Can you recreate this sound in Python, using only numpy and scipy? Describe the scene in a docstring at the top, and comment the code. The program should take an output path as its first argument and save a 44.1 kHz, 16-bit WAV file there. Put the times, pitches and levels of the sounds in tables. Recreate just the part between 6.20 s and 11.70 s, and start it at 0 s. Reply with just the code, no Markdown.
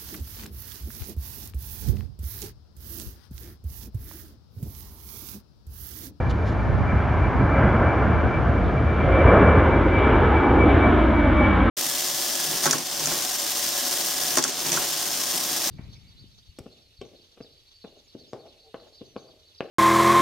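"""A twin-engine airliner at takeoff power, climbing out towards a stereo microphone on open grass.
Its jets rumble and roar; its fans whine at their blade rate over faint buzz-saw tones on the shaft
orders, the pitch sinking as the approach slows. Turbulent air on the way makes the sound swell and
fade, and the echo off the ground sweeps a comb down through the roar. Close by are a few soft rustles
and a light breeze that buffets the microphone, mostly in the first three seconds."""
import sys
import numpy as np
from scipy import signal
from scipy.fft import rfft, irfft
from scipy.io import wavfile
from scipy.ndimage import uniform_filter1d

SR = 44100
rng = np.random.default_rng(int(sys.argv[2]) if len(sys.argv) > 2 else 0)


def log_audio(samples):
    """Write samples as a 16-bit WAV file to the path given in sys.argv[1]."""
    # one column per channel
    frames = np.atleast_2d(samples).T
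    # limit to full scale, then quantise
    limited = np.clip(frames, -1, 1)
    pcm = np.round(limited * 32767).astype(np.int16)
    wavfile.write(sys.argv[1], SR, pcm)


N = 242550
TIME = np.arange(N) / SR


# jet noise reaching the microphone through turbulent air: (time [s], roar [dB], rasp [dB])
JET_LEVELS = [(0.0, -31, -35.5), (0.09, -35, -38), (1.33, -28.5, -28), (1.41, -25.5, -24.5),
              (1.7, -24.5, -27.5), (1.96, -28, -28.5), (2.59, -29.5, -34), (2.76, -30.5, -30.5),
              (2.9, -24.5, -29.5), (3.14, -16, -20), (3.45, -22.5, -24), (3.72, -26.5, -29.5),
              (3.92, -22, -23), (4.15, -25, -26), (4.46, -21, -28), (4.66, -23, -24), (4.93, -27, -28.5),
              (5.3, -27.5, -25.5), (5.5, -30.5, -26)]
# spectra of the roar and of the rasp above it: (frequency [Hz], level [dB])
ROAR_SPECTRUM = [(230, -27), (400, 5), (550, 3), (680, 3.5), (820, 0.5), (980, -9.5), (1400, -33)]
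RASP_SPECTRUM = [(550, -30.5), (830, -0.5), (1000, 3), (1200, 1.5), (1500, -1), (1750, -5), (1900, -12),
                 (2080, -17), (2250, -18.5), (2450, -18.5), (3200, -32.5), (4500, -62)]

def jet_roar(roar_trim_db=-0.65, rasp_trim_db=-0.53):
    """Small eddies in the plume roar; the smallest, nearest the nozzles, rasp."""
    roar_db, rasp_db = in_time(JET_LEVELS)
    flutter_db = 0.18 * drift(23)
    roar = steadied(over_ground(noise(ROAR_SPECTRUM)), span_s=0.23)
    rasp = steadied(over_ground(noise(RASP_SPECTRUM)), span_s=0.65)
    roar *= from_db(roar_db + roar_trim_db + flutter_db)
    rasp *= from_db(rasp_db + rasp_trim_db + flutter_db)
    return roar + rasp


def roar_swing_db():
    """How far the roar stands above or below its mean level."""
    roar_db = in_time(JET_LEVELS)[0]
    return roar_db - roar_db.mean()


# spectrum of the deep rumble: (frequency [Hz], level [dB])
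RUMBLE_SPECTRUM = [(20, -41.5), (31, -23.5), (42, -16), (57, -0.5), (68, -2.5), (81, 1), (105, -5.5),
                   (135, -8), (190, -29.5), (350, -20)]
# its surges and lulls: (time [s], level change [dB])
RUMBLE_SURGES = [(.06, -0.5), (0.132, 0), (.37, -3), (.51, 4.5), (.59, -4), (0.769, 6), (.84, -2),
                 (1.019, 5.5), (1.12, -15), (1.44, 4), (1.67, 3), (1.73, -9), (2.13, -18), (2.53, -7),
                 (2.66, 4), (2.93, 4.5), (3.0, -3), (3.065, 10), (3.15, -1.5), (3.28, 5), (3.39, 4.5),
                 (4.24, -25), (4.55, 4), (5.08, 3), (5.43, 4)]

def jet_rumble(far_db=-21, near_db=-20, surge_s=0.017):
    """The largest eddies, far down the plume, rumble in surges."""
    surge_db = sum(db * bell(s, surge_s) for s, db in RUMBLE_SURGES)
    level_db = on_approach(far_db, near_db) + 0.26 * roar_swing_db() + surge_db + 0.5 * drift(6.6)
    return from_db(level_db) * steadied(over_ground(noise(RUMBLE_SPECTRUM)), span_s=0.037)


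# spectrum of the plume between rumble and roar: (frequency [Hz], level [dB])
BODY_SPECTRUM = [(90, -14), (135, -7), (175, -2), (215, -1.5), (280, 0), (350, -0.5), (430, -12),
                 (650, -31)]

def jet_body(far_db=-27.5, near_db=-19.5):
    """Mid-sized eddies fill out the roar as the aircraft closes on the microphone."""
    level_db = on_approach(far_db, near_db) + 0.59 * roar_swing_db() + 0.92 * drift(6.7)
    plume = approaching(noise(BODY_SPECTRUM), far_edge_hz=408)
    # long waves sink into the soft soil, so their echo comes back later
    return from_db(level_db) * steadied(over_ground(plume, soil_ms=0.27), span_s=0.13)


# bands of the roar that well up: (time [s], width [s], centre [Hz], level [dB])
ROAR_SWELLS = [(.76, 0.098, 1450, -38.5), (1.332, 0.11, 306, -29), (3.13, 0.14, 524, -25),
               (3.65, 0.12, 241, -24.5), (4.217, 0.22, 886, -28)]
# shape of one band, from lower skirt to upper skirt: (level [dB])
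SWELL_BAND = (-25.5, -6, 0, -7.5, -27)

def roar_swells(skirt_octaves=0.6):
    """Bands of the roar swell briefly and fade."""
    ratios = 2 ** (skirt_octaves * np.array([-1, -0.5, 0, 0.64, 0.96]))
    return sum(from_db(db) * bell(s, width) * noise(list(zip(hz * ratios, SWELL_BAND)))
               for s, width, hz, db in ROAR_SWELLS)


# fan pitch as heard from the ground, its Doppler shift shrinking: (time [s], blade rate [Hz])
BLADE_RATE = [(0, 2336), (1.3, 2332), (2.1, 2322), (2.7, 2330), (3.0, 2320), (3.8, 2314), (4.2, 2303),
              (4.75, 2300), (5.5, 2281)]
BLADES = 34

def shaft_angle(waver_hz=1.51):
    """The fan's turning as heard from afar; eddies stretch and squeeze the path, so the pitch wavers."""
    blade_hz = in_time(BLADE_RATE)[0] + waver_hz * drift(4.88)
    return 2 * np.pi * np.cumsum(blade_hz) / SR / BLADES


# moments when eddies focus the whine on the microphone: (time [s], width [s], level [dB])
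WHINE_PEAKS = [(.7, .017, -39.5), (.775, .022, -43), (.92, .02, -46), (1.045, .022, -39.5),
               (1.21, .016, -43), (1.34, .042, -38.5), (1.56, .02, -40), (1.7, .034, -39),
               (1.81, .018, -44), (1.92, .024, -42), (2.0, .02, -42.5), (2.155, .025, -38),
               (2.375, .013, -43), (2.585, .014, -44), (2.715, .026, -40), (2.825, .023, -38.5),
               (2.945, .024, -34), (3.005, .014, -29), (3.092, .026, -28), (3.19, .028, -35),
               (3.28, .032, -35.5), (3.38, .03, -38.5), (3.55, .028, -37.5), (3.65, .012, -40),
               (3.765, .03, -29), (3.85, .026, -31), (3.96, .03, -36), (4.06, .016, -38),
               (4.175, .024, -32.5), (4.25, .014, -36), (4.305, .013, -34.5), (4.428, .025, -28.5),
               (4.5, .014, -31), (4.555, .012, -38), (4.655, .032, -31.5), (4.8, .025, -40.5),
               (4.885, .014, -37), (4.99, .024, -34.5), (5.075, .032, -36.5), (5.22, .033, -29.5),
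               (5.315, .021, -33.5), (5.41, .018, -39.5)]

def fan_whine(shaft, far_db=-49, near_db=-41.5, jitter_rad=0.4, pan_db=1.56):
    """The passing blades whine, a little to the left: rounded swells with a faint flicker between."""
    blade_phase = BLADES * shaft
    swell_gain = swells(WHINE_PEAKS) * from_db(1.5 * drift(22))
    swelling = swell_gain * scattered(blade_phase + jitter_rad * drift(16), share=0.04, rate_hz=24)
    flickering = from_db(on_approach(far_db, near_db)) * scattered(blade_phase, share=0.66, rate_hz=36)
    return (swelling + flickering) * from_db([[pan_db], [-pan_db]])


# buzz-saw tones, riding on the level of the jet's rasp: (shaft order, relative level [dB])
BUZZ_TONES = [(9, -12), (15, -24), (19, -16.5), (20, -21), (21, -18.5), (22, -19.5), (23, -16.5), (24, -22),
              (25, -23), (26, -23.5), (31, -30.5), (32, -27), (42, -37.5), (45, -43), (49, -41)]
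# single tones that well up: (time [s], width [s], shaft order, level [dB])
BUZZ_PEAKS = [(.7, .08, 19, -39), (1.41, .045, 8, -31), (2.93, .04, 8, -26), (2.95, .12, 31, -44),
              (3.18, .08, 8, -29), (3.72, .07, 24, -37), (3.84, .06, 32, -43), (3.86, .08, 42, -48),
              (5.3, .2, 27, -42)]

def buzz_saw(shaft, trim_db=0.5):
    """The blades' unequal shock waves repeat once a turn and sound on the shaft orders."""
    rasp_db = in_time(JET_LEVELS)[1]
    buzz = sum(from_db(db) * scattered(order * shaft, share=0.79, rate_hz=6.7)
               for order, db in BUZZ_TONES)
    peaks = sum(from_db(db) * bell(s, width) * scattered(order * shaft, share=0.4, rate_hz=22)
                for s, width, order, db in BUZZ_PEAKS)
    return from_db(rasp_db + trim_db) * buzz + peaks


# fan inlet noise at the microphone: (time [s], band near the blade rate [dB], hiss [dB])
INLET_LEVELS = [(0.03, -64, -55), (0.65, -52, -51), (0.71, -35, -50), (0.78, -56, -46.5),
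                (0.85, -49, -45.5), (1.33, -41, -50), (1.36, -34.5, -44.5), (2.61, -61, -49.5),
                (3.0, -37, -41), (3.71, -36.5, -45), (3.8, -38.5, -39.5), (4.32, -44.5, -43.5),
                (4.35, -45, -44), (4.44, -42.5, -43), (4.5, -44, -39), (5.04, -39.5, -44.5),
                (5.25, -37.5, -40.5), (5.45, -42, -42.5)]
# spectra of the broad hiss and of the rough band just under the blade rate: (frequency [Hz], level [dB])
HISS_SPECTRUM = [(1400, -31.5), (2100, 8), (2450, 1), (2700, 1), (2950, 2.5), (3400, -1), (3800, -6),
                 (4300, -18.5), (5200, -36), (7000, -51)]
TIP_SPECTRUM = [(1900, -24.5), (2020, 4.5), (2140, -0.5), (2270, 0.5), (2380, -31)]

def fan_hiss(hiss_trim_db=3, tip_trim_db=-3.5):
    """Turbulence on the blades hisses; the air swallows less of its top as the distance shrinks."""
    tip_db, hiss_db = in_time(INLET_LEVELS)
    hiss = steadied(approaching(noise(HISS_SPECTRUM), far_edge_hz=2300), span_s=0.44)
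    return from_db(hiss_db + hiss_trim_db) * hiss + from_db(tip_db + tip_trim_db) * noise(TIP_SPECTRUM)


def fan_drone(shaft, order=8, above_inlet_db=2):
    """One low shaft order drones, rising and falling with the inlet noise."""
    inlet_db = np.mean(in_time(INLET_LEVELS), axis=0)
    return from_db(inlet_db + above_inlet_db) * scattered(order * shaft, share=0.15, rate_hz=6.3)


# the bounce off the grass, later as the aircraft rises: (time [s], lag [ms], level [dB])
GROUND_ECHO = [(0, 0.9, -15), (.9, 0.95, -8), (1.5, 1.15, -20), (2.85, 1.48, -8), (3.2, 1.65, -15),
               (3.6, 1.9, -9), (3.9, 2.08, -8), (4.35, 2.25, -8), (4.85, 2.95, -4), (5.2, 3.38, -3),
               (5.5, 3.7, -5)]

def over_ground(direct, soil_ms=0, grass_hz=750):
    """Add the ground echo at the microphone: late by the extra path, dulled by the grass."""
    lag_ms, echo_db = in_time(GROUND_ECHO)
    echo_time = TIME - (lag_ms + soil_ms) / 1000
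    dulled = low_pass(direct, grass_hz, order=1)
    echo = np.array([np.interp(echo_time, TIME, channel) for channel in dulled])
    return direct + from_db(echo_db) * echo


# spectrum of the roar coming back from around the field: (frequency [Hz], level [dB])
SURROUND_SPECTRUM = [(120, 0), (300, 2.5), (550, -1), (750, 1), (1000, -5.5), (1500, -6.5), (1780, 0),
                     (2050, -13.5), (2400, -18), (2900, -53)]

def surrounding_roar(far_db=-34.5, near_db=-29):
    """Roar scattered by trees and buildings reaches the microphone from all sides."""
    level_db = on_approach(far_db, near_db) + 0.33 * roar_swing_db()
    return from_db(level_db) * rms_one(over_ground(noise(SURROUND_SPECTRUM, diffuse=True)))


# gusts on the microphone: (time [s], width [s], level [dB])
MIC_GUSTS = [(.55, 0.12, -26.5), (1.0, 0.083, -40), (1.2, 0.087, -34.5), (2.0, 0.17, -31),
             (2.47, 0.03, -36), (3.1, 0.3, -39.5)]
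# spectrum of the buffeting: (frequency [Hz], level [dB])
WIND_SPECTRUM = [(20, -15), (45, -10), (80, 6), (130, 5), (200, -8), (320, -16), (600, -27.5), (1200, -48)]

def breeze(start_db=-35, end_db=-47.5):
    """A dying breeze buffets each microphone port on its own."""
    strength = from_db(on_approach(start_db, end_db)) + swells(MIC_GUSTS)
    lumps_db = 5 * np.clip([drift(23), drift(28)], -2, 2)
    return strength * rms_one(noise(WIND_SPECTRUM, diffuse=True) * from_db(lumps_db))


# short puffs of wind on the microphone: (time [s], width [s], level [dB])
MIC_PUFFS = [(.507, .009, -21), (.615, .007, -23), (.74, .02, -25), (1.21, .01, -12), (1.245, .01, -20),
             (1.38, .025, -21), (1.45, .012, -19), (1.55, .02, -21), (1.89, .03, -22), (2.295, .012, -16),
             (2.555, .006, -21), (3.375, .012, -17)]
# spectrum of their thump: (frequency [Hz], level [dB])
PUFF_SPECTRUM = [(45, -18), (90, 6), (230, 0.5), (320, -13.5), (500, -23), (800, -36.5)]

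def puffs():
    """Small eddies thump on both microphone ports at once."""
    return swells(MIC_PUFFS) * steadied(noise(PUFF_SPECTRUM), span_s=0.018)


# rustles close by: (time [s], width [s], level [dB], upper edge [Hz])
CLOSE_RUSTLES = [(.107, .009, -43.5, 11000), (.282, .017, -48, 12000), (.325, .008, -57, 12000),
                 (2.468, .022, -49, 3900)]
# spectrum of their swish: (frequency [Hz], level [dB])
RUSTLE_SPECTRUM = [(1800, -8), (3300, 6), (5200, -2), (7200, -8), (8500, -29), (11000, -9), (13000, -28)]

def rustles():
    """Short soft swishes next to the microphone, some crisp, some dull."""
    swish = noise(RUSTLE_SPECTRUM) * from_db(2 * drift(150))
    return sum(from_db(db) * bell(s, width) * low_pass(swish, edge_hz, order=4)
               for s, width, db, edge_hz in CLOSE_RUSTLES)


# spectrum of the field's background hiss: (frequency [Hz], level [dB])
AIR_SPECTRUM = [(100, -7.5), (3000, 6), (4600, 0.5), (5500, -4), (6400, -6), (7400, -12.5), (8200, -27.5),
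                (10000, -13), (12000, -15.5), (13000, -27)]

def open_air(start_db=-54, end_db=-56.5):
    """A faint outdoor hiss lies behind everything."""
    return from_db(on_approach(start_db, end_db)) * noise(AIR_SPECTRUM)


# stereo width at the microphone: (frequency [Hz], side over mid [dB])
STEREO_WIDTH = [(30, -30), (250, -31.5), (1000, -21), (2300, -13.5), (3000, -26.5), (5000, -46), (7000, 1),
                (9500, 6.5), (12000, -17)]

def noise(spectrum, diffuse=False):
    """Stereo noise of rms 1, nearly alike in both channels below the high treble unless diffuse."""
    hz = np.arange(N // 2 + 1) * SR / N
    mid, side = rfft(rng.standard_normal((2, N)))
    if not diffuse:
        side = side * from_db(at_hz(STEREO_WIDTH, hz))
    channels = np.array([mid + side, mid - side])
    skirt = 1 / (1 + (hz / spectrum[-1][0]) ** 4)
    return rms_one(irfft(channels * from_db(at_hz(spectrum, hz)) * skirt, N))


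def scattered(phase, share, rate_hz):
    """A tone heard through eddies: a steady part plus a share of wandering strength and phase; rms 1."""
    wander = (drift(rate_hz) + 1j * drift(rate_hz)) / np.sqrt(2)
    amplitude = np.sqrt(1 - share) + np.sqrt(share) * wander
    return rms_one(np.real(amplitude * np.exp(1j * phase)))


def approaching(near, far_edge_hz):
    """A sound that is dull from afar and opens up as the aircraft nears."""
    far = signal.sosfiltfilt(signal.butter(2, far_edge_hz, fs=SR, output="sos"), near)
    return on_approach(far, near)


def on_approach(far, near):
    """Move ever faster from the value with the aircraft far off to the one with it nearly overhead."""
    return far + (near - far) * (TIME / TIME[-1]) ** 2


def drift(rate_hz):
    """Smooth chance of spread 1 that changes about rate_hz times a second."""
    hop, run_in = 40, 2000
    pole = np.exp(-2 * np.pi * rate_hz * hop / SR)
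    draws = rng.standard_normal(N // hop + run_in + 2)
    slow = signal.lfilter([1], [1, -2 * pole, pole * pole], draws)[run_in:]
    return np.interp(np.arange(N) / hop, np.arange(len(slow)), rms_one(slow))


def bell(s, width_s):
    """A smooth rise and fall of height 1 around a moment."""
    return np.exp(-0.5 * ((TIME - s) / width_s) ** 2)


def swells(rows):
    """Gain of a row of bell-shaped swells."""
    return sum(from_db(db) * bell(s, width) for s, width, db in rows)


def steadied(x, span_s):
    """Even out the power of a noise over a short span."""
    power = uniform_filter1d(np.mean(x ** 2, axis=0), int(span_s * SR))
    return x / np.sqrt(power + 1e-12)


def low_pass(x, edge_hz, order):
    """Butterworth low-pass."""
    return signal.sosfilt(signal.butter(order, edge_hz, fs=SR, output="sos"), x)


def in_time(rows):
    """Each column of a curve at every sample."""
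    s, *columns = np.transpose(rows)
    return [np.interp(TIME, s, column) for column in columns]


def at_hz(points, hz):
    """Read a spectrum on a log-frequency axis."""
    point_hz, db = np.transpose(points)
    return np.interp(np.log(hz + 1), np.log(point_hz), db)


def from_db(db):
    """Decibels to gain."""
    return 10 ** (np.asarray(db) / 20)


def rms_one(x):
    """Scale to unit power."""
    return x / np.sqrt(np.mean(np.abs(x) ** 2) + 1e-20)


def scene():
    """The airliner in the distance, the breeze at the microphone and the open field around it."""
    jets = jet_roar() + jet_rumble() + jet_body() + roar_swells()
    shaft = shaft_angle()
    fans = fan_whine(shaft) + buzz_saw(shaft) + fan_hiss() + fan_drone(shaft)
    return jets + fans + surrounding_roar() + breeze() + puffs() + rustles() + open_air()


def record(dry, low_cut_hz=33, high_cut_hz=12400, ease_s=0.003):
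    """The microphone drops the deepest bass; the top is cut and the ends are eased."""
    heard = signal.sosfilt(signal.butter(5, low_cut_hz, "high", fs=SR, output="sos"), dry)
    ease = np.clip(np.minimum(TIME, TIME[-1] - TIME) / ease_s, 0, 1)
    return signal.sosfilt(signal.ellip(10, 0.1, 80, high_cut_hz, fs=SR, output="sos"), heard * ease)


dry = scene()
out = record(dry)
log_audio(out)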